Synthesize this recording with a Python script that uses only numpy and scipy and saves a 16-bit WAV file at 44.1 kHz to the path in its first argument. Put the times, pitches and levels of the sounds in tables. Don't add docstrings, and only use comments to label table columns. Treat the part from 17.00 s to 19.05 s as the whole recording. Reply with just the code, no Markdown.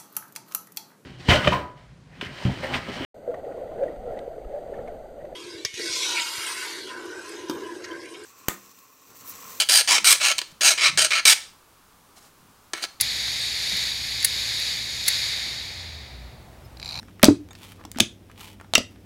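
import sys
import numpy as np
from scipy import signal
from scipy.fft import rfft, irfft
from scipy.io import wavfile

SR = 44100
rng = np.random.default_rng(int(sys.argv[2]) if len(sys.argv) > 2 else 0)


def put_to_file(sound):
    columns = np.atleast_2d(sound).T
    safe = np.clip(columns, -1, 1)
    whole_steps = np.round(safe * 32767)
    wavfile.write(sys.argv[1], SR, whole_steps.astype(np.int16))


N = 90404


def undb(db):
    return 10 ** (np.asarray(db) / 20)


def unit(x):
    return x / np.sqrt(np.mean(x ** 2))


def fade(t, t60):
    return np.exp(-np.log(1000) * t / t60)


def add(out, start_s, x):
    i = max(int(start_s * SR), 0)
    out[i:i + len(x)] += x[:max(len(out) - i, 0)]


def colour(x, spectrum):
    hz, db = np.array(spectrum).T
    f = np.maximum(np.fft.rfftfreq(len(x), 1 / SR), 1)
    gain = undb(np.interp(np.log(f), np.log(hz), db))
    return unit(irfft(rfft(x) * gain, len(x)))


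def band_noise(t, hz, width):
    f = np.maximum(np.fft.rfftfreq(len(t), 1 / SR), 1)
    detuning = (f / hz - hz / f) / width
    return unit(irfft(rfft(rng.standard_normal(len(t))) / (1 + detuning ** 2), len(t)))


def ring(t, modes):
    return sum(undb(db) * fade(t, t60) * np.sin(2 * np.pi * hz * t) for hz, db, t60 in modes)


def sagging_phase(t, hz, sag, sag_s):
    return 2 * np.pi * hz * (t + sag * sag_s * (1 - np.exp(-t / sag_s)))


def crack(t, spectrum, decay_s):
    return colour(rng.standard_normal(len(t)), spectrum) * np.exp(-t / decay_s)


# frequency_hz, level_db
FLOOR_SPECTRUM = [(15, -29), (25, -14.5), (70, 2.5), (137, -8.5), (195, -1), (962, -22.5), (1190, -25.5),
                  (3520, -28.5), (4370, -33.5), (5430, -30.5), (6210, -35), (14400, -37.5), (16000, -40.5)]
def background(floor_db=-50.5, hum_hz=98, hum_db=-53.5):
    hum = np.sqrt(2) * np.sin(2 * np.pi * hum_hz * np.arange(N) / SR)
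    return undb(floor_db) * colour(rng.standard_normal(N), FLOOR_SPECTRUM) + undb(hum_db) * hum


# start_s, fullest_s, end_s, level_db
PRESS_STROKES = [(-.1, 0.032, 0.36, -63), (.54, 0.633, 0.81, -48.5), (1.358, 1.424, 1.564, -44.5),
                 (1.89, 1.937, 1.93, -57.5)]
PULL_STROKES = [(.775, .8, .85, -48), (1.6, 1.635, 1.69, -59.5)]
# frequency_hz, level_db
FIZZ_SPECTRUM = [(290, -30), (500, -13.5), (640, -10.5), (933, -2), (1670, -12.5), (1980, -6), (3150, -3.5),
                 (4940, -12.5), (12500, -15), (16000, -19.5)]
SQUELCH_SPECTRUM = [(150, -13), (350, 2.5), (700, -2.5), (1200, 3.5), (1900, -10.5), (3000, -15),
                    (9000, -27.5)]
def bubbles(strokes, spectrum, per_s, spread_db):
    now = np.arange(N) / SR
    pressure = sum(undb(db) * np.interp(now, [start, fullest, end], [0, 1, 0])
                   for start, fullest, end, db in strokes)
    strengths = undb(spread_db * np.minimum(rng.exponential(size=N), 5))
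    signs = rng.choice([-1, 1], N)
    breaks = rng.random(N) < per_s / SR
    return pressure * colour(strengths * signs * breaks, spectrum)


# pitch_hz, level_db, t60_s
RIM_MODES = [(5470, -60, .45), (9220, -61, .15)]
GLASS_MODES = [(3640, 3.5, 0.053), (4823, -24.5, 0.055), (6650, -0.5, 0.1), (7500, -11, 0.14),
               (8260, -5.5, 0.051)]
# start_s, level_db
NAIL_TOUCHES = [(.508, -46.5)]
def bowl(t, rim_start_s=0.007):
    out = np.zeros(N)
    add(out, rim_start_s, ring(t, RIM_MODES))
    for start_s, db in NAIL_TOUCHES:
        add(out, start_s, undb(db) * ring(t, GLASS_MODES))
    return out


# start_s, level_db, pitch_hz, t60_s, click_relative_db
PEEL_TICKS = [(0.03, -41, 1150, 0.011, 7.5), (.083, -48.5, 1190, 0.049, -8), (0.196, -40, 1250, .02, -16),
              (0.218, -41, 2000, .04, -0.5), (0.4883, -41.5, 1510, 0.0049, -3),
              (.508, -43, 1074, 0.049, -10), (.532, -39, 2370, .012, -1), (.552, -39.5, 3020, .022, -17),
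              (0.57, -53, 3100, .01, -2), (.632, -39, 2300, 0.015, -8), (0.7206, -37.5, 1883, .012, 4),
              (.813, -40.5, 790, 0.0092, -22.5), (.839, -35.5, 1350, 0.0078, -9),
              (0.8509, -35, 637, 0.023, -7), (0.8518, -34, 4280, 0.013, -8),
              (0.9164, -33.5, 3850, 0.0088, 14.5), (0.9475, -37.5, 1400, 0.0088, -8.5),
              (0.9587, -37.5, 1700, 0.032, -13), (.973, -36.5, 2720, 0.033, -6.5),
              (1.298, -43, 1296, 0.033, -23), (1.3152, -41.5, 1893, 0.011, 4),
              (1.323, -56, 1980, 0.013, -2), (1.359, -50, 2100, 0.017, -9), (1.378, -36, 2700, 0.0047, -28),
              (1.411, -36, 1420, 0.01, 6), (1.483, -38, 2500, 0.01, 2.5), (1.531, -49.5, 2920, .01, 12),
              (1.5995, -36.5, 1300, .018, -6.5), (1.612, -42.5, 1250, .025, 5.5),
              (1.645, -47, 1130, .03, -9.5), (1.96, -49, 1474, .02, -6.5)]
# frequency_hz, level_db
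CLICK_SPECTRUM = [(200, -12.5), (1500, -12.5), (3800, -2.5), (7000, 1), (12000, -1), (16000, -6)]
def ticks(t):
    out = np.zeros(N)
    for start_s, db, hz, t60, click_db in PEEL_TICKS:
        smack = band_noise(t, hz, width=1.2) * fade(t, t60)
        click = undb(click_db) * crack(t, CLICK_SPECTRUM, decay_s=0.00016)
        add(out, start_s, undb(db) * (smack + click))
    return out


# start_s, level_db, pitch_hz, t60_s, crack_relative_db, tear_relative_db
POCKET_BURSTS = [(0.2298, 4, 10490, 0.004, -11, 3), (0.2322, -5.5, 2530, 0.014, -6.5, 4.5),
                 (0.2351, -7, 1187, 0.025, -8.5, -3), (0.243, -1.5, 5730, 0.012, 6, 2),
                 (0.2534, -2.5, 7160, 0.0059, -4, -9.5), (0.9861, -23.5, 3273, 0.0062, 10, -5.5),
                 (1.0009, -12.5, 3300, .005, 1.5, -1), (1.0029, 0.5, 3441, 0.016, -15, -1.5),
                 (1.004, -5.5, 6440, 0.0093, -18.5, -3.5), (1.7368, -5.5, 3200, 0.0063, -8, -1),
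                 (1.752, -2, 5690, 0.0074, -10.5, 1), (1.7532, 2, 2748, 0.024, -19, -13.5),
                 (1.7548, -4, 1952, 0.014, -15, -3), (1.7763, -21.5, 2600, .005, -18, -26),
                 (1.7802, -12.5, 4480, 0.012, 2, -1)]
# pitch_ratio, level_db
CAVITY_MODES = [(1, -2.5), (1.33, -10), (2.02, -9), (2.65, -12.5)]
# frequency_hz, level_db
CRACK_SPECTRUM = [(100, -0.5), (600, 20), (1500, -13.5), (3500, 12.5), (7000, -0.5), (12000, -14),
                  (16000, -17)]
TOP_HZ = 16100
def pops(t, attack_s=0.00046, linger_db=-30.5):
    out = np.zeros(N)
    for start_s, db, hz, t60, crack_db, tear_db in POCKET_BURSTS:
        phase = sagging_phase(t, hz, sag=0.22, sag_s=0.0011)
        tone = sum(undb(mode_db) * np.sin(ratio * phase)
                   for ratio, mode_db in CAVITY_MODES if ratio * hz < TOP_HZ)
        tear = undb(tear_db) * band_noise(t, hz, width=0.96)
        body = (tone + tear) * fade(t, t60)
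        linger_t60 = 0.22 * min(3600 / hz, 1)
        linger = undb(linger_db) * band_noise(t, hz, width=0.088) * fade(t, linger_t60)
        swell = 1 - np.exp(-t / attack_s)
        snap = undb(crack_db) * crack(t, CRACK_SPECTRUM, decay_s=0.001)
        add(out, start_s, undb(db) * ((body + linger) * swell + snap))
    return out


# start_s, level_db, pitch_hz, t60_s
LARGE_POCKETS = [(.2335, -0.5, 585, 0.054), (.2352, 1.5, 223.6, 0.04), (.2531, -6.5, 558, .025),
                 (.2838, 4, 295, 0.077), (.289, -18, 103.6, 0.13), (0.85, -34, 307.3, 0.069),
                 (.962, -22, 248, 0.051), (.9862, -25.5, 623, 0.023), (1.0055, -16, 221, 0.082),
                 (1.007, -17.5, 340, 0.051), (1.008, -26, 115, 0.16), (1.7371, -18, 637, 0.02),
                 (1.7534, -24.5, 301, 0.059), (1.7795, -19.5, 254, 0.075), (1.7802, -7.5, 611, 0.013),
                 (1.783, -29, 92, 0.079)]
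def gulps(t, attack_s=0.0011, wet_db=-15.5):
    out = np.zeros(N)
    for start_s, db, hz, t60 in LARGE_POCKETS:
        tone = -np.sin(sagging_phase(t, hz, sag=0.048, sag_s=0.0049))
        wet = undb(wet_db) * band_noise(t, hz, width=0.97)
        swell = 1 - np.exp(-t / attack_s)
        add(out, start_s, undb(db) * (tone + wet) * fade(t, t60) * swell)
    return out


# pitch_hz, level_db, t60_s
ROOM_MODES = [(107.5, -62.5, 0.23), (281, -63.5, 0.088)]
# delay_s, level_db
REFLECTIONS = [(0.024, -10.5), (0.0555, -28.5)]
# frequency_hz, t60_s, level_db
REVERB_BANDS = [(100, 0.26, -13.5), (300, 0.32, -13), (620, 0.11, -8.5), (1190, 0.18, -8.5),
                (3000, 0.22, -9.5), (6500, 0.22, -11.5), (10200, .21, -14), (16000, 0.13, -17)]
def room(t, echo_top_hz=600, onset_s=0.00087):
    response = ring(t, ROOM_MODES)
    response[0] += 1
    echoes = np.zeros(len(t))
    for delay_s, db in REFLECTIONS:
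        add(echoes, delay_s, undb([db]))
    response += signal.sosfilt(signal.butter(2, echo_top_hz, fs=SR, output="sos"), echoes)
    hz, t60, db = np.array(REVERB_BANDS).T
    f = np.fft.rfftfreq(len(t), 1 / SR)
    noise = rfft(rng.standard_normal(len(t)))
    onset = 1 - np.exp(-(t / onset_s) ** 2)
    edges_hz = np.geomspace(60, 17000, 15)
    for lo, hi in zip(edges_hz, edges_hz[1:]):
        log_centre = np.log(lo * hi) / 2
        band_t60 = np.interp(log_centre, np.log(hz), t60)
        band_db = np.interp(log_centre, np.log(hz), db)
        tail = irfft(noise * (f >= lo) * (f < hi), len(t)) * fade(t, band_t60) * onset
        tail *= np.sqrt(2 * (hi - lo) / SR / np.sum(tail ** 2))
        response += undb(band_db) * tail
    return response


def scene():
    t = np.arange(SR // 2) / SR
    pressing = bubbles(PRESS_STROKES, FIZZ_SPECTRUM, per_s=1900, spread_db=3.5)
    pulling = bubbles(PULL_STROKES, SQUELCH_SPECTRUM, per_s=3100, spread_db=-1)
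    slime = pops(t) + gulps(t) + ticks(t) + pressing + pulling + bowl(t)
    return (signal.fftconvolve(slime, room(t))[:N] + background())[None]


def record(dry):
    lowpass = signal.ellip(8, .2, 60, TOP_HZ, fs=SR, output="sos")
    return signal.sosfilt(lowpass, np.clip(dry, -1, 1))


dry = scene()
out = record(dry)
put_to_file(out)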